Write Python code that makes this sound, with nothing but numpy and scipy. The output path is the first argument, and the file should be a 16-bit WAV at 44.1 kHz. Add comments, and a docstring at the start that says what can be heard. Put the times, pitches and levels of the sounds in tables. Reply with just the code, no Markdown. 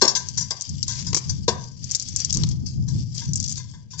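"""A cast net is sorted on a brick landing by a pond. Its twine rustles over the bricks, the small metal
sinkers on its edge click together and land in bunches, and its folds slump with a soft thud.
Beside it a live fish flaps in the shallow water of an aluminium pot, throwing spray, stirring up
bubbles and making the pot ring. Light wind buffets the microphone, whose right side is the duller."""
import sys
import numpy as np
from scipy import signal
from scipy.fft import rfft, irfft, next_fast_len
from scipy.io import wavfile
from scipy.ndimage import uniform_filter1d, map_coordinates

SR = 44100
rng = np.random.default_rng(int(sys.argv[2]) if len(sys.argv) > 2 else 0)


def transcribe(signal):
    """Save signal, clipped to [-1, 1], as a 16-bit WAV file at the path in sys.argv[1]."""
    frames = np.atleast_2d(signal).T
    limited = np.clip(frames, -1, 1)
    pcm = np.round(limited * 32767).astype(np.int16)
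    wavfile.write(sys.argv[1], SR, pcm)


N = 176400
PAD = SR // 2  # samples in one splash, slap or echo

# tone colour of the net brushing the bricks: f/Hz, level/dB
BRUSH_COLOUR = [(300, -28.5), (800, -30), (1400, -37.5), (2500, -29), (3300, -14), (3950, -21.5),
                (4700, -6), (5500, -7), (6500, -8.5), (7400, -10), (9000, -9.5)]
# the notes at which the pot and its water ring: f/Hz, level/dB, fade time/s
POT_NOTES = [(367.6, -10.5, 0.097), (490, -3.5, 0.058), (737, -18.5, 0.11), (937, -2, 0.08), (996, 1, 0.07),
             (1058.4, -5, 0.14), (1146, -13.5, 0.22), (1548, -7, 0.11), (1640, -12.5, 0.017),
             (2077, -13, 0.15), (3360, -13, 0.045), (3636, -8, 0.076)]


def amp(db):
    """Turns decibels into a gain."""
    return 10 ** (np.asarray(db) / 20)


def unit(x):
    """Scales x to an average strength (rms) of 1."""
    return x / np.sqrt(np.mean(x ** 2) + 1e-20)


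def along(points, hz):
    """Reads between (frequency, value) points, spaced by octaves."""
    f, v = np.transpose(points)
    return np.interp(np.log(hz + 1), np.log(f + 1), v)


def curve(rows):
    """One value per sample from (time, value) rows."""
    return np.interp(np.arange(N) / SR, *np.transpose(rows))


def wobble(rate, size=N):
    """A curve that glides to a new random value rate times a second."""
    targets = rng.standard_normal(size + 4)
    return map_coordinates(targets, [np.arange(size) * rate / SR], order=1) * np.sqrt(3 / 2)


def filtered(x, response):
    """Gives each frequency in x the gain response(hz)."""
    n = x.shape[-1]
    m = next_fast_len(n + SR // 8)
    return irfft(rfft(x, m) * response(np.fft.rfftfreq(m, 1 / SR)), m)[..., :n]


def noise(colour, size=N):
    """Noise with a given tone colour, different left and right."""
    return unit(filtered(rng.standard_normal((2, size)), lambda hz: amp(along(colour, hz))))


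def patchy(x, depth_db):
    """Makes narrow bands of a noise swell and sink by chance."""
    bands = signal.stft(x, nperseg=1024)[2]
    swell = uniform_filter1d(rng.standard_normal(bands.shape[1:]), size=4, axis=0)
    swell = unit(uniform_filter1d(swell, size=8, axis=1))
    return unit(signal.istft(bands * amp(depth_db * swell), nperseg=1024)[1][:, :N])


def placed(x, left_lead_s):
    """Makes x stereo; a positive lead reaches the left side first."""
    return filtered(x, lambda hz: np.exp(1j * np.pi * hz * left_lead_s * np.array([[1], [-1]])))


def add(track, s, x):
    """Mixes x into the track at s seconds."""
    start = max(0, round(s * SR))
    part = track[..., start:start + x.shape[-1]]
    part += x[..., :part.shape[-1]]


def fade(t, t60):
    """Dies away by 60 dB in the fade time of t60 seconds."""
    return np.exp(-np.log(1000) * np.maximum(t, 0) / t60)


def burst(t, rise, t60):
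    """Climbs steadily for rise seconds, then dies away."""
    return np.clip(t / rise, 0, 1) * fade(t - rise, t60)


def net_rustle():
    """Twine brushes the bricks in tiny grains of sound; a harder pull adds a lower grit."""
    # the rustle as the net is dragged and lifted: t/s, level/dB
    drag = [(0, -41.5), (.27, -36.5), (.48, -41), (.62, -36), (.72, -40.5), (.82, -41.5), (.87, -35.5),
            (1.01, -29), (1.12, -43), (1.27, -36.5), (1.46, -45.5), (1.62, -40), (1.76, -49), (1.82, -37.5),
            (1.93, -32), (2.06, -38.5), (2.14, -37), (2.22, -29.5), (2.28, -39), (2.42, -29), (2.47, -36.5),
            (2.64, -54.5), (2.75, -47), (2.86, -51.5), (2.95, -38.5), (3.11, -46.5), (3.19, -33.5),
            (3.29, -40), (3.39, -40), (3.5, -36), (3.68, -42.5), (3.88, -64), (4, -42)]
    # tone colour of the grit: f/Hz, level/dB
    grit_colour = [(500, -7.5), (1300, -9.5), (2200, -1), (4200, -3.5), (6000, -4.5)]
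    drag_db = curve(drag)
    hiss = patchy(noise(BRUSH_COLOUR), depth_db=3.5) * amp(drag_db - 0.5)
    grains = unit(amp(2.5 * wobble(rate=900) + 2.5 * wobble(rate=70)))
    grit = noise(grit_colour) * amp(1.5 * drag_db + 2)
    return grains * (hiss + grit)


def wind():
    """Gusts rumble on the microphone over a faint, distant hush."""
    # strength of the gusts: t/s, level/dB
    gusts = [(0, -44.5), (.34, -39.5), (.39, -33), (.65, -54.5), (.71, -29.5), (.8, -35.5), (1.05, -35.5),
             (1.11, -27.5), (1.22, -40), (1.31, -26), (1.37, -31.5), (1.57, -35.5), (1.78, -44.5),
             (1.85, -35), (1.99, -48), (2.16, -33.5), (2.22, -40.5), (2.42, -22), (2.5, -23.5),
             (2.56, -28.5), (2.74, -33), (2.8, -22), (2.87, -29.5), (2.96, -22.5), (3.07, -32),
             (3.25, -37.5), (3.28, -25), (3.42, -32), (3.6, -37), (3.9, -47.5), (4, -39)]
    # tone colour of the rumble: f/Hz, level/dB
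    rumble_colour = [(20, -18), (55, -15), (80, -1.5), (128, 3), (170, -4), (230, -13.5), (320, -26),
                     (450, -42.5), (800, -51), (3000, -82)]
    # tone colour of the hush: f/Hz, level/dB
    hush_colour = [(30, -2), (200, -12.5), (500, -0.5), (1200, -23), (3000, -15.5), (8000, -36)]
    rumble = noise(rumble_colour)
    power = uniform_filter1d(np.mean(rumble ** 2, axis=0), size=SR // 36)
    steady = unit(rumble / np.sqrt(np.abs(power) + 1e-9))  # evened out, so the gusts set the level
    return amp(curve(gusts) + 1.98) * steady + amp(-70) * noise(hush_colour)


def fish_splashes():
    """Each flick of the fish throws spray and rubs the pot into ringing."""
    # flicks: t/s, spray level/dB, pot level/dB, rise time/s, fade time/s
    flicks = [(0.013, -12, -27.5, 0.008, 0.12), (0.046, -21, -37, 0.0074, 0.084),
              (0.078, -12.5, -34, 0.00076, 0.12), (.150, -18.5, -55, 0.0027, 0.11),
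              (0.157, -18, -33, 0.0024, .14), (0.372, -18, -44, 0.0092, 0.11),
              (.407, -24.5, -46.5, 0.0043, 0.15), (.506, -20.5, -36, 0.0025, 0.077),
              (0.879, -24.5, -48.5, 0.0015, 0.13), (0.888, -30, -44.5, 0.0073, 0.35),
              (1.064, -29, -48.5, 0.0052, 0.2), (1.291, -25.5, -48, 0.0078, 0.091),
              (1.479, -13.5, -26, 0.003, 0.1), (2.656, -37.5, -70.5, 0.0094, 0.28),
              (2.877, -35, -53, 0.0096, 0.14), (3.142, -35.5, -67.5, 0.007, 0.22),
              (3.211, -37.5, -45.5, 0.01, 0.12), (3.565, -30.5, -57, 0.016, 0.12),
              (3.594, -51, -48.5, 0.0065, 0.097), (3.735, -52.5, -53, 0.0033, 0.17),
              (3.903, -39.5, -75, 0.013, 0.24), (3.928, -40, -50, 0.009, 0.14),
              (3.977, -21.5, -43.5, 0.042, 0.32)]
    # how strongly a rub shakes the pot: f/Hz, level/dB
    rub_colour = [(250, -10.5), (600, -10.5), (950, -1), (1550, 4), (2100, 13.5), (3400, 10.5),
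                  (5000, -10.5)]
    # tone colour of the spray: f/Hz, level/dB
    spray_colour = [(200, -30), (1000, -23), (2200, -18), (3000, -17.5), (3600, -14.5), (4200, -4),
                    (4900, -1), (5800, 0), (6900, 1.5), (7600, -2), (9000, -5)]
    # high notes of the pot wall, which colour the spray: f/Hz
    wall_notes = [2740, 3720, 4720, 5010, 5460, 5930, 6900]
    t, spray_power, ring = np.arange(PAD) / SR, np.zeros(N), np.zeros(N)
    for s, spray_db, pot_db, rise, t60 in flicks:
        shape = burst(t, rise, t60)
        detune = 1 + 0.0096 * rng.standard_normal(len(POT_NOTES))  # sloshing water shifts the notes
        peaks = lambda f: sum(amp(db) / (1 + ((f - hz * shift) * ring_s / 1.7) ** 2)
                              for (hz, db, ring_s), shift in zip(POT_NOTES, detune))
        rub = filtered(rng.standard_normal(PAD), lambda f: amp(along(rub_colour, f)) * peaks(f))
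        add(ring, s, amp(pot_db + 3) * shape * unit(rub))
        add(spray_power, s, (amp(spray_db) * shape) ** 2)
    wall = lambda f: 1 + amp(1.5) * sum(1 / (1 + 1j * (f - hz) / 44) for hz in wall_notes)
    drops = unit(patchy(noise(spray_colour), depth_db=5) * amp(0.5 * wobble(rate=1000)))
    return filtered(drops * np.sqrt(spray_power), wall) + placed(ring, left_lead_s=0.00013)


def tail_slaps():
    """The wet tail smacks the pot, rings it and churns the water; trapped air gives dull plops."""
    # slaps: t/s, level/dB, brightness of the ring/(dB per octave)
    slaps = [(0.0198, -17, -6), (0.045, -23, -1), (.507, -33.5, 1.5), (1.4808, -22.5, -9.5)]
    # tone colour of the wet smack: f/Hz, level/dB
    smack_colour = [(120, -21.5), (300, 0), (800, 1), (1400, -14.5), (2200, -9.5), (4000, -11),
                    (8000, -31.5)]
    # air pockets under the tail: t/s, f/Hz, level/dB, fade time/s
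    plops = [(.018, 922, -14, 0.051), (0.02, 220.6, -27, 0.14), (0.0266, 377.5, -11.5, 0.058),
             (.045, 954, -8, 0.02), (.053, 330, -22, 0.052), (1.4812, 464, -13.5, 0.073),
             (1.482, 211.6, -24.5, 0.16)]
    out, t = np.zeros(N), np.arange(PAD) / SR
    for s, db, tilt_db in slaps:
        ring = np.zeros(PAD)
        for hz, note_db, t60 in POT_NOTES:
            gain = amp(note_db + tilt_db * np.log2(hz / 1000) + rng.normal(0, 1))
            waver = 1 + 0.015 * wobble(rate=100, size=PAD)  # moving water bends the note
            cycles = hz * np.cumsum(waver) / SR + rng.random()
            ring += gain * fade(t, t60) * np.sin(2 * np.pi * cycles)
        smack = amp(-6.5) * noise(smack_colour, PAD)[0] * fade(t, t60=0.15)
        add(out, s, amp(db) * (ring + smack + slosh()) * (1 - np.exp(-t / 0.0022)))
    for s, hz, db, t60 in plops:
        add(out, s, amp(db) * np.sin(2 * np.pi * hz * t) * fade(t, t60) * (1 - np.exp(-t / 0.0014)))
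    return placed(out, left_lead_s=0.00013)


def slosh(count=36, span_s=0.21, middle_hz=715, spread_octaves=0.713):
    """Churned water makes a dying flurry of bubbles, each rising in pitch."""
    out, t = np.zeros(PAD), np.arange(SR // 20) / SR
    for when, pitch, size in rng.random((count, 3)):
        s = when * span_s
        hz = middle_hz * 2 ** (spread_octaves * (2 * pitch - 1))
        bubble = np.sin(2 * np.pi * hz * t * (1 + 2 * t)) * burst(t, rise=0.0014, t60=0.05)
        add(out, s, (size + 0.5) * fade(s, t60=0.39) * bubble)
    return amp(-11) * out


def sinker_clicks():
    """Sinkers meet with a dead click, then chatter as they rebound; hard clicks stand out most."""
    # sinkers knocking together: t/s, level/dB, f/Hz
    clicks = [(0.2861, -13.5, 5800), (0.6098, -12, 6250), (0.6206, -13, 6250), (0.6924, -16.5, 6190),
              (0.8286, -6, 5180), (0.881, -14, 6050), (1.13, -12, 4960), (1.146, 2, 6060),
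              (1.1653, -8, 5650), (1.171, -7.5, 6960), (1.174, -4.5, 6800), (1.1872, -17, 6340),
              (1.8424, -15, 6160), (1.9117, -5.5, 6600), (1.9177, -9, 6900), (1.9488, -2.5, 5560),
              (1.9538, -2.5, 7230), (1.9974, -9.5, 5920), (2.0243, -12.5, 6930), (2.0864, -16, 6100),
              (2.1616, 0.5, 7150), (2.202, -8, 6300), (2.2472, -4, 5850), (2.3268, -3, 6200),
              (2.341, -11, 5300), (2.3472, -7, 6530), (2.371, -7.5, 6150), (2.4347, -10.5, 4220),
              (2.4892, -17, 6260), (3.1794, -16, 5040), (3.3337, -9.5, 6300), (3.357, -1.5, 7570),
              (3.373, -14, 6680), (3.4007, -6.5, 6240), (3.441, -14.5, 5750), (3.4834, -16, 6150),
              (3.4947, -12.5, 6570), (3.5236, -10, 6700), (3.5563, -23, 5150)]
    # tone colour of a click at the usual pitch: f/Hz, level/dB
    click_colour = [(200, -27.5), (900, -25.5), (2000, -23), (3200, -24), (4500, -6), (6000, -3), (7500, 0),
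                    (9000, -2.5)]
    out, t = np.zeros((2, N)), np.arange(SR // 12) / SR
    lead_in, usual_hz = SR // 500, np.median([hz for _, _, hz in clicks])
    for s, db, hz in clicks + sinker_jostles():
        # the colour slides with the pitch and has a broad bump around it
        bump = lambda f: 1 + 2 * np.exp(-(np.log2((f + 1) / hz) / 0.98) ** 2)
        tone = lambda f: amp(along(click_colour, f * usual_hz / hz)) * bump(f)
        tick = 0.51 * np.cos(2 * np.pi * hz * t) * fade(t, t60=0.0032) + (t == 0)
        tick = unit(placed(filtered(np.pad(tick, (lead_in, 0)), tone), left_lead_s=-0.0001112))
        chatter = rng.standard_normal((2, len(t))) * amp(2.6 * wobble(rate=900, size=len(t)))
        chatter *= burst(t, rise=0.00053, t60=0.046)
        chatter = unit(filtered(np.pad(chatter, ((0, 0), (lead_in, 0))), tone))
        contact = amp(db) * tick + amp(0.88 * db + 2) * chatter
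        add(out, s - 0.0013, contact / np.abs(tick).max())
    return out


def sinker_landings():
    """A bunch of sinkers hits the bricks with a dead knock and settles with a gritty scrape."""
    # landings: t/s, scrape level/dB, knock level/dB
    landings = [(1.1311, -43, -27.5), (1.1468, -48, -23), (1.166, -33, -29.5), (1.173, -26.5, -27),
                (2.292, -18.5, -50), (2.437, -43.5, -29.5)]
    # tone colour of the knock: f/Hz, level/dB
    knock_colour = [(120, -2), (380, 8.5), (700, -3.5), (1100, 6), (1600, -11.5), (2100, -1.5),
                    (4000, -5.5), (8000, -19.5)]
    out, t = np.zeros((2, N)), np.arange(PAD // 2) / SR
    for s, scrape_db, knock_db in landings:
        grit = unit(amp(4 * wobble(rate=600, size=len(t))))
        scrape = noise(BRUSH_COLOUR, len(t)) * grit * burst(t, rise=0.018, t60=0.018)
        knock = noise(knock_colour, len(t))[0] * burst(t, rise=0.001, t60=0.025)
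        add(out, s - 0.002, amp(scrape_db) * scrape)
        add(out, s - 0.001, amp(knock_db) * knock)
    return out


def sinker_jostles(per_s=80, level_db=-17, middle_hz=6300):
    """Light ticks run along the swinging edge of the net; gives rows of t/s, level/dB, f/Hz."""
    # swings, silent unless the end comes after the start: start/s, end/s
    swings = [(2.17, 2.2), (2.329, 2.2), (3.419, 3.53)]
    ticks = []
    for start, end in swings:
        for s in np.arange(start, end, 1 / per_s):
            late, pitch = rng.standard_normal(2)
            ticks.append((s + late * 0.5 / per_s, level_db, middle_hz * np.exp(pitch / 10)))
    return ticks


def net_slump(start_s=2.345):
    """The folds of the lifted net pile onto the ground with a soft thud."""
    # tone colour of the thud: f/Hz, level/dB
    thud_colour = [(100, -1), (220, 2.5), (420, -12), (650, -37.5), (1100, -24.5), (1500, -37), (4000, -52)]
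    t = np.arange(N) / SR - start_s
    return amp(-29) * noise(thud_colour)[0] * burst(t, rise=0.03, t60=0.37)


def bank_echo(x, delay_s=0.015):
    """The bank and trees scatter back a weak, blurred echo."""
    # tone colour of the echo: f/Hz, level/dB
    echo_colour = [(150, 5.5), (500, -1.5), (1000, 7), (2000, 4.5), (5000, -9), (8000, -11)]
    t = np.arange(PAD) / SR
    tail = rng.standard_normal((2, PAD)) * fade(t, t60=0.39) * np.clip(t / delay_s - 1, 0, 1)
    echo = signal.fftconvolve(x, tail / np.linalg.norm(tail[0]), axes=1)[:, :N]
    return amp(-13) * filtered(echo, lambda hz: amp(along(echo_colour, hz)))


def scene():
    """Knocks and splashes close by with their echo, plus the rustle and the wind."""
    near = sinker_clicks() + sinker_landings() + net_slump() + fish_splashes() + tail_slaps()
    return near + bank_echo(near) + net_rustle() + wind()


def record(dry):
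    """The microphone is louder and brighter on the left, rounds hard peaks and cuts the top treble."""
    # how much louder the left side is than the right: f/Hz, level/dB
    left_over_right = [(60, 4.9), (1000, 3.5), (2000, 4), (4000, 12.5), (6000, 15.5), (8000, -0.5)]
    top_hz = 7650
    heard = filtered(dry, lambda hz: amp(along(left_over_right, hz) * np.array([[0.5], [-0.5]])))
    rounded = heard / (1 + heard ** 6) ** (1 / 6)
    return filtered(rounded, lambda hz: 1 / np.sqrt(1 + (hz / top_hz) ** 80))


dry = scene()
out = record(dry)
transcribe(out)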